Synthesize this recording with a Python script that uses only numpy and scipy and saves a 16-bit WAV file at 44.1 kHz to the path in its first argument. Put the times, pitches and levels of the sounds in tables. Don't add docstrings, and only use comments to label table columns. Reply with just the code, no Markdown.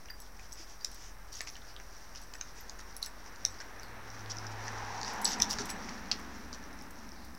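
import sys
import numpy as np
from scipy import signal
from scipy.fft import rfft, irfft, next_fast_len
from scipy.io import wavfile
from scipy.ndimage import uniform_filter1d

SR = 44100
rng = np.random.default_rng(int(sys.argv[2]) if len(sys.argv) > 2 else 0)


def undo_db(level):
    steps = np.asarray(level, float) / 20
    return 10 ** steps


def generate_wav(signal):
    frames = np.transpose(np.atleast_2d(signal))
    scaled = np.clip(frames, -1, 1) * 32767
    pcm = np.round(scaled).astype(np.int16)
    wavfile.write(sys.argv[1], SR, pcm)


N = 325649
T = np.arange(N) / SR

# frequency in Hz, level in dB.
FUR_COLOUR = [(2500, -11.5), (3500, -9), (4500, -3.5), (5200, 0), (5750, 5.5), (6300, -3.5), (7000, -9.5),
              (8500, -22), (12000, -28)]
PASSES_S, SPEED_M_S, ROAD_M, HEDGE_DB_PER_S = 5.283, 13.2, 8.57, -1.4


def level(x, db):
    return x * undo_db(db) / np.sqrt(np.mean(x ** 2))


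def peak(x, db):
    return x * undo_db(db) / np.abs(x).max()


def curves(table):
    s, *columns = np.transpose(table)
    return [np.interp(T, s, column) for column in columns]


def colour(x, points):
    hz, db = np.transpose(points)
    size = next_fast_len(N)
    log_hz = np.log(np.arange(size // 2 + 1) * SR / size + 1)
    gain = undo_db(np.interp(log_hz, np.log(hz), db, -90, -90))
    return irfft(rfft(x, size) * gain, size)[:N]


def band(x, lo_hz, hi_hz, order=2):
    edges_hz = [lo_hz, min(hi_hz, SR * .45)]
    return signal.sosfilt(signal.butter(order, edges_hz, "bandpass", fs=SR, output="sos"), x)


def walk(rate):
    hold = int(SR / rate)
    steps = np.repeat(rng.standard_normal(N // hold + 1), hold)
    return 1.295 * uniform_filter1d(uniform_filter1d(steps, hold), hold)[:N]


def add(out, s, sound):
    i = int(s * SR)
    out[i:i + len(sound)] += sound[:N - i]


def ring(hz, db, t60, phase):
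    t = T[:int(t60 * SR)]
    attack = np.minimum(t / 0.00026, 1)
    return undo_db(db - 60 * t / t60) * np.sin(2 * np.pi * (hz * t + phase)) * attack


def contact(chance, length, scatter=.42):
    x = scatter * chance * np.exp(-T[:len(chance)] / length)
    x[12] += 2.5
    return x


def tone(table):
    hz, db = curves(table)
    since_start, until_end = T - table[0][0] + .01, table[-1][0] + 0.011 - T
    fade = np.clip(np.minimum(since_start, until_end) / 0.13, 0, 1)
    strength = np.sqrt(2) * fade * undo_db(db + 1.3 * walk(8.8))
    wobbly_hz = hz * (1 + 0.01223 * walk(9.7))
    return strength * np.sin(2 * np.pi * np.cumsum(wobbly_hz) / SR)


def distance_db(late=0):
    t = T - PASSES_S - late
    spread_db = -20 * np.log10(np.hypot(SPEED_M_S * t, ROAD_M) / ROAD_M)
    return spread_db + HEDGE_DB_PER_S * np.maximum(t, 0)


def distant_traffic():
    # frequency in Hz, level in dB.
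    air_colour = [(12, 1), (20, -8.5), (65, -4.5), (142, -15), (388, -20), (574, -21), (642, -18),
                  (1370, -19.5), (2080, -24.5), (2990, -38), (4540, -58), (5680, -64), (7520, -35),
                  (14700, -34), (16000, -35)]
    return level(colour(rng.standard_normal(N), air_colour), -56) * undo_db(0.2 * walk(4.0))


def hum():
    # time in seconds, pitch in Hz, level in dB.
    hum_line = [
        (0.0, 41.2, -57.5),
        (7.38, 42.96, -58),
    ]
    return tone(hum_line) * undo_db(1.5 * walk(2.41))


def car():
    # frequency in Hz, level in dB.
    tyre_colour = [(180, -50), (300, -11.5), (402, -8), (634, -10.5), (831, -6.5), (1340, -8), (1760, -6.5),
                   (3150, -22.5), (4000, -22), (5200, -35), (8800, -120)]
    # time in seconds, pitch in Hz, level in dB.
    engine = [
        [(3.3, 96.7, -61), (3.44, 96, -58.5), (3.72, 99.5, -66), (3.9, 106.6, -60.5), (4.49, 107, -46.5),
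         (5.01, 105.5, -52.5), (5.14, 102.2, -59.5), (5.7, 96.8, -64), (6.2, 95.6, -66)],
        [(5.4, 68.8, -29), (5.482, 68.3, -59), (5.802, 67, -62.5), (6.392, 67.95, -54.5), (7.252, 68.4, -63.5),
         (7.312, 67.8, -50), (7.38, 68.0, -63)],
    ]
    exhaust_late_s, exhaust_turn_s = 0.026, .12
    behind = .5 + .5 * np.tanh((T - PASSES_S - exhaust_late_s) / exhaust_turn_s)
    noise = rng.standard_normal((3, N))

    roar_db = -42 + distance_db() + .6 * walk(9)
    roar = level(colour(noise[0], tyre_colour), -1.7) * undo_db(roar_db)

    tread_gain = np.hypot(undo_db(-36 + 3.47 * distance_db(-0.073)), behind * undo_db(-58.5))
    tread = level(band(noise[1], 735, 1014), -8) * tread_gain * undo_db(1.2 * walk(18.0))
    note_hz = 850 * (1 - .03 * np.tanh((T - PASSES_S) / .6) + .03 * walk(40))
    note = np.sin(2 * np.pi * np.cumsum(note_hz) / SR)
    tread += tread_gain * undo_db(-17 + 1.7 * walk(16)) * note

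    rumble_fall = 1 + (0.53 - 1) * behind
    rumble_db = -52 + rumble_fall * distance_db(exhaust_late_s) + 6.5 * behind
    rumble = level(band(noise[2], 178.0, 284), -2.4) * undo_db(rumble_db + 0.41 * walk(5.5))
    return roar + tread + rumble + sum(tone(part) for part in engine)


def rustle():
    # time in seconds, fur level in dB.
    play = [(0, -63), (.9, -59.5), (1.2, -63), (1.55, -59.5), (1.85, -61.5), (2.3, -58), (3.3, -63),
            (3.45, -57.5), (3.9, -64), (4.45, -55), (5.3, -53.5), (5.47, -55), (5.68, -54), (6.1, -56.5),
            (6.6, -61), (7.38, -63.5)]
    tyre_hiss_db = -54.5 + 2.1 * distance_db()
    strength = np.hypot(undo_db(curves(play)[0]), undo_db(tyre_hiss_db))
    grain_db = 2.3 * np.minimum(rng.exponential(1, N // 64 + 1), 3)
    grains = rng.standard_normal(N) * undo_db(grain_db.repeat(64)[:N])
    return level(colour(grains, FUR_COLOUR), 0) * strength * undo_db(1.7 * walk(25))


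def brushes():
    # start in seconds, length in seconds, level in dB, centre in Hz.
    strokes = [(0.368, 0.14, -59, 5500), (0.532, 0.15, -51, 5250), (0.653, 0.11, -55.5, 5530),
               (0.916, 0.25, -54, 5640), (1.635, 0.12, -57, 4900), (2.537, 0.11, -54, 5660),
               (3.243, 0.067, -57, 5330), (4.126, 0.042, -55.5, 5440), (4.502, 0.039, -51, 5500),
               (4.622, 0.1, -50.5, 4760), (5.018, 0.14, -45.5, 5060), (7.1, 0.24, -61.5, 4330)]
    out, noise = np.zeros(N), rng.standard_normal(N)
    for s, length, db, hz in strokes:
        hiss = noise[int(s * SR):int((s + length) * SR)]
        hiss = level(band(hiss, hz - 700, hz + 700), 0) + level(band(hiss, 1300, 4040), -5.5)
        add(out, s, hiss * undo_db(db) * np.hanning(len(hiss)))
    return out


def paws():
    # start in seconds, level in dB, pitch in Hz, time to fall 60 dB in seconds.
    thuds = [
        (5.19, -41, 210, .2),
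        (5.02, -45, 210, .15),
        (.595, -45, 330, .09),
        (5.335, -35, 213, .5),
        (5.57, -42, 115, .4),
        (5.592, -31, 410, .13),
        (5.594, -35, 1350, .1),
    ]
    out = np.zeros(N)
    for s, db, hz, t60 in thuds:
        swell = np.minimum(T[:int(t60 * SR)] / (.12 * t60), 1)
        add(out, s, ring(hz, db, t60, 0) * swell)
    return out


def knocks():
    # start in seconds, peak in dB, pitch in Hz.
    planks = [(0.0557, -47, 2220), (0.0851, -45, 2350), (0.1011, -38, 1760), (0.3909, -47, 1700),
              (0.3949, -44.5, 2150), (0.8454, -42, 2130), (1.4062, -29, 2000), (1.4723, -35, 2150),
              (1.4824, -44, 2150), (1.5652, -44, 1610), (1.7997, -40, 2000), (2.1504, -44, 2500),
              (2.3365, -42, 2520), (2.3511, -44, 1700), (2.4106, -48, 1310), (2.7937, -39.5, 1500),
              (3.0665, -42, 1580), (3.4488, -36, 1990), (3.6022, -40.5, 1680), (3.6094, -36.5, 1720),
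              (4.4454, -36.5, 1410), (4.611, -44, 1530), (4.6792, -32.5, 1837), (4.802, -36, 1770),
              (5.3168, -34, 1837), (5.4011, -31, 2230), (5.5872, -34, 1660), (5.597, -43, 1350),
              (5.693, -33.5, 2240), (5.887, -36.5, 2110), (6.114, -25.5, 3060), (6.5261, -46, 1200)]
    out, width = np.zeros(N), 0.17
    for (s, db, hz), chance in zip(planks, rng.standard_normal((len(planks), 700))):
        touch = contact(chance, 0.0049, scatter=0.24)
        note = band(touch, hz * (1 - width), hz * (1 + width))
        add(out, s, peak(note, db + 1) + peak(band(touch, 530, 1400), db - 7))
    return out


def links():
    # start in seconds, peak in dB, centre in Hz.
    ticks = [(0.2174, -44, 11300), (0.5344, -51, 11000), (0.6419, -53, 10100), (0.9453, -37.5, 11800),
             (1.4132, -35, 8810), (2.2154, -47, 11000), (4.717, -47, 8200), (5.1342, -39, 10300),
             (5.2157, -33.5, 10700), (5.245, -31, 11040), (5.655, -33.5, 8800), (6.1943, -46, 11200),
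             (6.8215, -43, 11200), (6.9072, -41, 13050), (6.945, -55, 11440), (7.2479, -45, 14100)]
    out = np.zeros(N)
    for (s, db, hz), chance in zip(ticks, rng.standard_normal((len(ticks), 300))):
        touch = contact(chance, 0.0064, scatter=0.72)
        add(out, s, peak(band(touch, hz * 0.34, hz * 1.37), db - 1.0))
    return out


def tags():
    # start in seconds, then the level of each of its pitches in dB.
    hits_a = [(.177, -58, -75, -75), (.2024, -45, -49, -53), (.5217, -40, -55, -70), (.9244, -46, -72, -68),
              (1.4155, -35, -53, -68), (1.5065, -57, -42, -70), (2.2253, -49, -52, -72),
              (2.346, -46, -52, -72), (2.966, -47, -33, -72), (3.028, -44, -34, -61),
              (3.062, -34, -40, -70), (3.5034, -45, -72, -72), (3.844, -53, -57, -75),
              (5.215, -42, -38, -54), (5.2455, -16, -32, -51), (5.281, -38, -60, -70),
              (5.335, -45, -60, -70), (5.387, -39, -47, -74), (5.657, -60, -70, -44),
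              (5.6864, -41, -56, -66), (5.6965, -33, -34, -60), (5.7015, -23, -31, -55),
              (5.748, -44, -57, -70), (6.73, -72, -51, -72)]
    hits_b = [(.0992, -45, -57, -48, -39), (.81, -57, -64, -62, -42), (.823, -66, -70, -70, -53),
              (1.4985, -47, -54, -55, -72), (2.323, -51, -72, -60, -66), (2.6055, -68, -55, -64, -74),
              (3.8327, -57, -72, -50, -48), (4.64, -72, -49, -67, -64), (5.1544, -72, -55, -64, -70),
              (5.2644, -34, -66, -35, -46), (5.2844, -60, -56, -41, -60), (6.379, -61, -53, -52, -71),
              (6.909, -74, -58, -66, -72), (7.35, -66, -70, -64, -74)]
    # pitch in Hz, level in dB added to every strike of that pitch.
    modes_a = [(7850, -8), (10910, -8), (12070, -6)]
    modes_b = [(14780, -9), (12965, -7), (12280, -8), (4765, -2)]
    # start in seconds, level in dB, pitch in Hz, time to fall 60 dB in seconds.
    collar = [
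        (3.834, -53, 4300, .28),
        (1.555, -51, 3500, .05),
        (1.766, -50, 3800, .04),
        (3.028, -36, 4150, .035),
    ]
    out = np.zeros(N)
    for hits, modes, t60 in ((hits_a, modes_a, 0.085), (hits_b, modes_b, .13)):
        for (s, *mode_db), phases in zip(hits, rng.random((len(hits), 4))):
            for (hz, out_db), db, phase in zip(modes, mode_db, phases):
                add(out, s, ring(hz, db + out_db, t60, phase))
    for s, db, hz, t60 in collar:
        add(out, s, ring(hz, db, t60, 0))
    flutter_db = 3.5 * walk(90) + 3.5 * walk(330) - 4
    return out * undo_db(flutter_db)


def scrapes():
    # start in seconds, length in seconds, level in dB, fizz against it in dB, catches per second.
    drags = [(0.519, 0.024, -70, 9, 660), (1.312, 0.094, -59.5, -9, 2700), (1.466, 0.032, -57, -20, 780),
             (2.148, 0.043, -62.5, -26, 1300), (2.784, 0.035, -63.5, -11, 1900),
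             (3.012, 0.065, -58.5, -12, 440), (3.598, 0.027, -61.5, -32, 850),
             (4.293, 0.032, -54, -39, 3500), (5.242, 0.061, -48.5, -20, 1200),
             (5.295, 0.06, -48.5, -22, 790), (5.413, 0.025, -46.5, -15, 490), (5.488, 0.055, -52, -6, 770),
             (5.583, 0.046, -52.5, -33, 1400), (5.689, 0.029, -55, 0.5, 920), (6.12, 0.02, -56, -30, 900),
             (5.492, 0.059, -60, -10, 900), (6.524, 0.037, -60, -35, 1300)]
    body, fizz = np.zeros(N), np.zeros(N)
    chance, noise = rng.random((2, N)), rng.standard_normal(N)
    for s, length, db, fizz_db, rate in drags:
        i = slice(int(s * SR), int((s + length) * SR))
        catch_size = undo_db(-1.8 * np.log(chance[1, i]))
        catches = (chance[0, i] < rate / SR) * catch_size
        grit = noise[i] * (.7 + signal.lfilter([1], [1, -.96], catches))
        grit = level(grit, db) * signal.windows.tukey(len(grit), .45)
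        body[i] += grit
        fizz[i] += grit * undo_db(fizz_db)
    low_edge = band(body, 4100, 4140) * undo_db(-1)
    return colour(body, FUR_COLOUR) * undo_db(20.0) + low_edge + band(fizz, 4600, 16400) * undo_db(6.5)


def claws():
    # start in seconds, peak in dB, strongest ring in Hz, board knock against the peak in dB.
    on_boards = [(0.057, -39.5, 5530, -13), (0.1007, -43, 4940, 0), (0.5277, -30, 5970, -28),
                 (0.5215, -37, 5870, -25), (2.353, -37, 5700, -13), (5.2765, -19, 5300, -9),
                 (5.3175, -33, 5800, -15), (1.4835, -36, 5670, -15), (5.537, -28, 5600, -11),
                 (5.7012, -34, 5500, -18), (1.355, -31, 6270, -22), (1.4735, -42, 5700, -2),
                 (1.4995, -34, 5800, -21), (1.799, -39, 5600, -9), (2.15, -37, 6000, -14),
                 (2.1582, -33, 5600, -12), (3.2615, -39, 5600, -13), (3.542, -40, 5540, -14),
                 (3.5898, -41, 5140, -17), (3.6027, -31, 5100, -2), (3.797, -35, 5560, -9),
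                 (4.1018, -35, 5430, -19), (4.1924, -39, 5490, -17), (4.3097, -27, 5670, -14),
                 (4.318, -29, 5640, -15), (4.208, -39, 5600, -20), (5.424, -22, 5400, -25),
                 (4.3006, -34, 5700, -9), (4.369, -30, 5570, -15), (4.3845, -28, 5460, -28),
                 (4.467, -31, 5500, -24), (4.6807, -25.5, 5660, -18), (5.079, -27, 5540, 1),
                 (5.3995, -23, 5600, -19), (5.51, -30, 5800, -19), (5.5238, -31, 5370, -18),
                 (6.639, -38.5, 5650, -5), (6.812, -37, 5560, -17), (7.1186, -36.5, 5500, -22)]
    on_mat = [(0.8459, -20, 6130, -27), (1.4068, -22, 5750, -12), (2.926, -43, 5000, -20),
              (6.06, -41, 5700, -20), (1.5543, -37, 3620, -16), (1.6185, -44, 3800, -17),
              (1.764, -31.5, 3960, -23), (2.338, -30.5, 5930, -7), (2.385, -48, 6100, -6),
              (0.264, -49, 3850, -25), (1.5668, -39, 5600, -14), (2.6959, -27.5, 5630, -13),
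              (2.79, -43, 6030, 0), (3.3598, -38, 5900, -9), (4.2602, -33, 4300, -4),
              (5.0138, -28.5, 5470, -15), (5.0309, -24, 5200, -13), (5.047, -27.5, 5200, -18),
              (5.254, -10, 5400, -28), (0.395, -42, 5740, -12), (0.674, -48, 3930, -15),
              (5.291, -29, 5220, -14), (5.5859, -21, 5400, -4), (5.7017, -31, 5490, -17),
              (5.892, -30, 5300, -10), (6.1143, -12, 4800, -11), (6.1178, -14, 5000, -18),
              (6.5291, -30, 5470, -10.5)]
    # the same columns, then the sharp edge against the peak in dB.
    on_tips = [(0.086, -45, 3120, -1, -14), (0.202, -41, 5880, -24, 7.5), (0.8472, -17, 5470, -34, -14),
               (1.3285, -34, 5600, -25, -7), (0.916, -41, 5670, -18, 5), (2.4111, -24.5, 5800, 2, -32),
               (2.9655, -35, 5900, -26, 8), (3.0275, -20, 4060, -33, -10), (3.061, -30.5, 5700, -16, 3.5),
               (3.4507, -9, 5730, -32, -18.5), (3.832, -35.5, 4820, -22, -6), (5.4015, -19, 5650, -21, -12),
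               (5.4204, -7, 5580, -30, -16), (5.509, -21, 4870, -26, -21), (5.6973, -38, 5780, -6, -12),
               (6.729, -41, 5520, -16.5, -17), (6.7895, -38.5, 5540, -21, -14),
               (6.989, -43, 6000, -13, -19), (7.0904, -40, 5730, -17, -8), (7.3497, -41, 5360, -19, -1)]
    # mat tap in dB, sharp edge in dB, ring width as a share of pitch (rubber damps it)
    touches = [(*row, -20, -39, .085) for row in on_boards]
    touches += [(*row, -11, -34, .19) for row in on_mat]
    touches += [(*row, -12, edge_db, .085) for *row, edge_db in on_tips]
    out = np.zeros(N)
    chances = rng.standard_normal((len(touches), 400))
    for (s, db, hz, knock_db, tap_db, edge_db, width), chance in zip(touches, chances):
        touch = contact(chance, .0012)
        claw = band(touch, (1 - width) * hz, (1 + width) * hz, order=3)
        board = band(touch, 1500, 2800)
        mat = np.roll(band(touch, 3550, 4400), 9)
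        tip = band(touch, 7100, 8700)
        edge = -band(touch, 8700, 15000)
        sound = peak(claw, -1.75) + peak(board, knock_db - 10) + -peak(mat, tap_db - 2)
        sound += peak(tip, 0.31 * edge_db - 13.5) + peak(edge, edge_db - 3.0)
        add(out, s, undo_db(db) * sound)
    return out


def porch(x):
    # delay in seconds, level in dB.
    wall = [
        (.0088, -12.5),
    ]
    t = T[:int(.3 * SR)]
    echo = rng.standard_normal(len(t)) * undo_db(-60 * t / 0.14) * np.minimum(t / .012, 1)
    echo = echo / np.sqrt(np.sum(echo ** 2)) * undo_db(-7.5)
    for s, db in wall:
        add(echo, s, undo_db([db]))
    wet = signal.fftconvolve(x, echo)[:N]
    return x + colour(wet, [(800, 4.0), (3000, 0.5), (4600, -5.0), (5700, -4.0), (7000, -4.5), (16500, -4)])


def scene():
    hard_sounds = claws() + paws() + links() + scrapes() + tags() + knocks()
    dogs = porch(hard_sounds) + brushes() + rustle()
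    return (dogs + car() + hum() + distant_traffic())[None]


def low_pass(x):
    return signal.sosfilt(signal.butter(12, 16830, fs=SR, output="sos"), x)


def record(dry):
    dull = signal.sosfilt(signal.ellip(8, .3, 40, 15900, fs=SR, output="sos"), dry)
    return low_pass(dull - .0039)


dry = scene()
out = record(dry)
generate_wav(out)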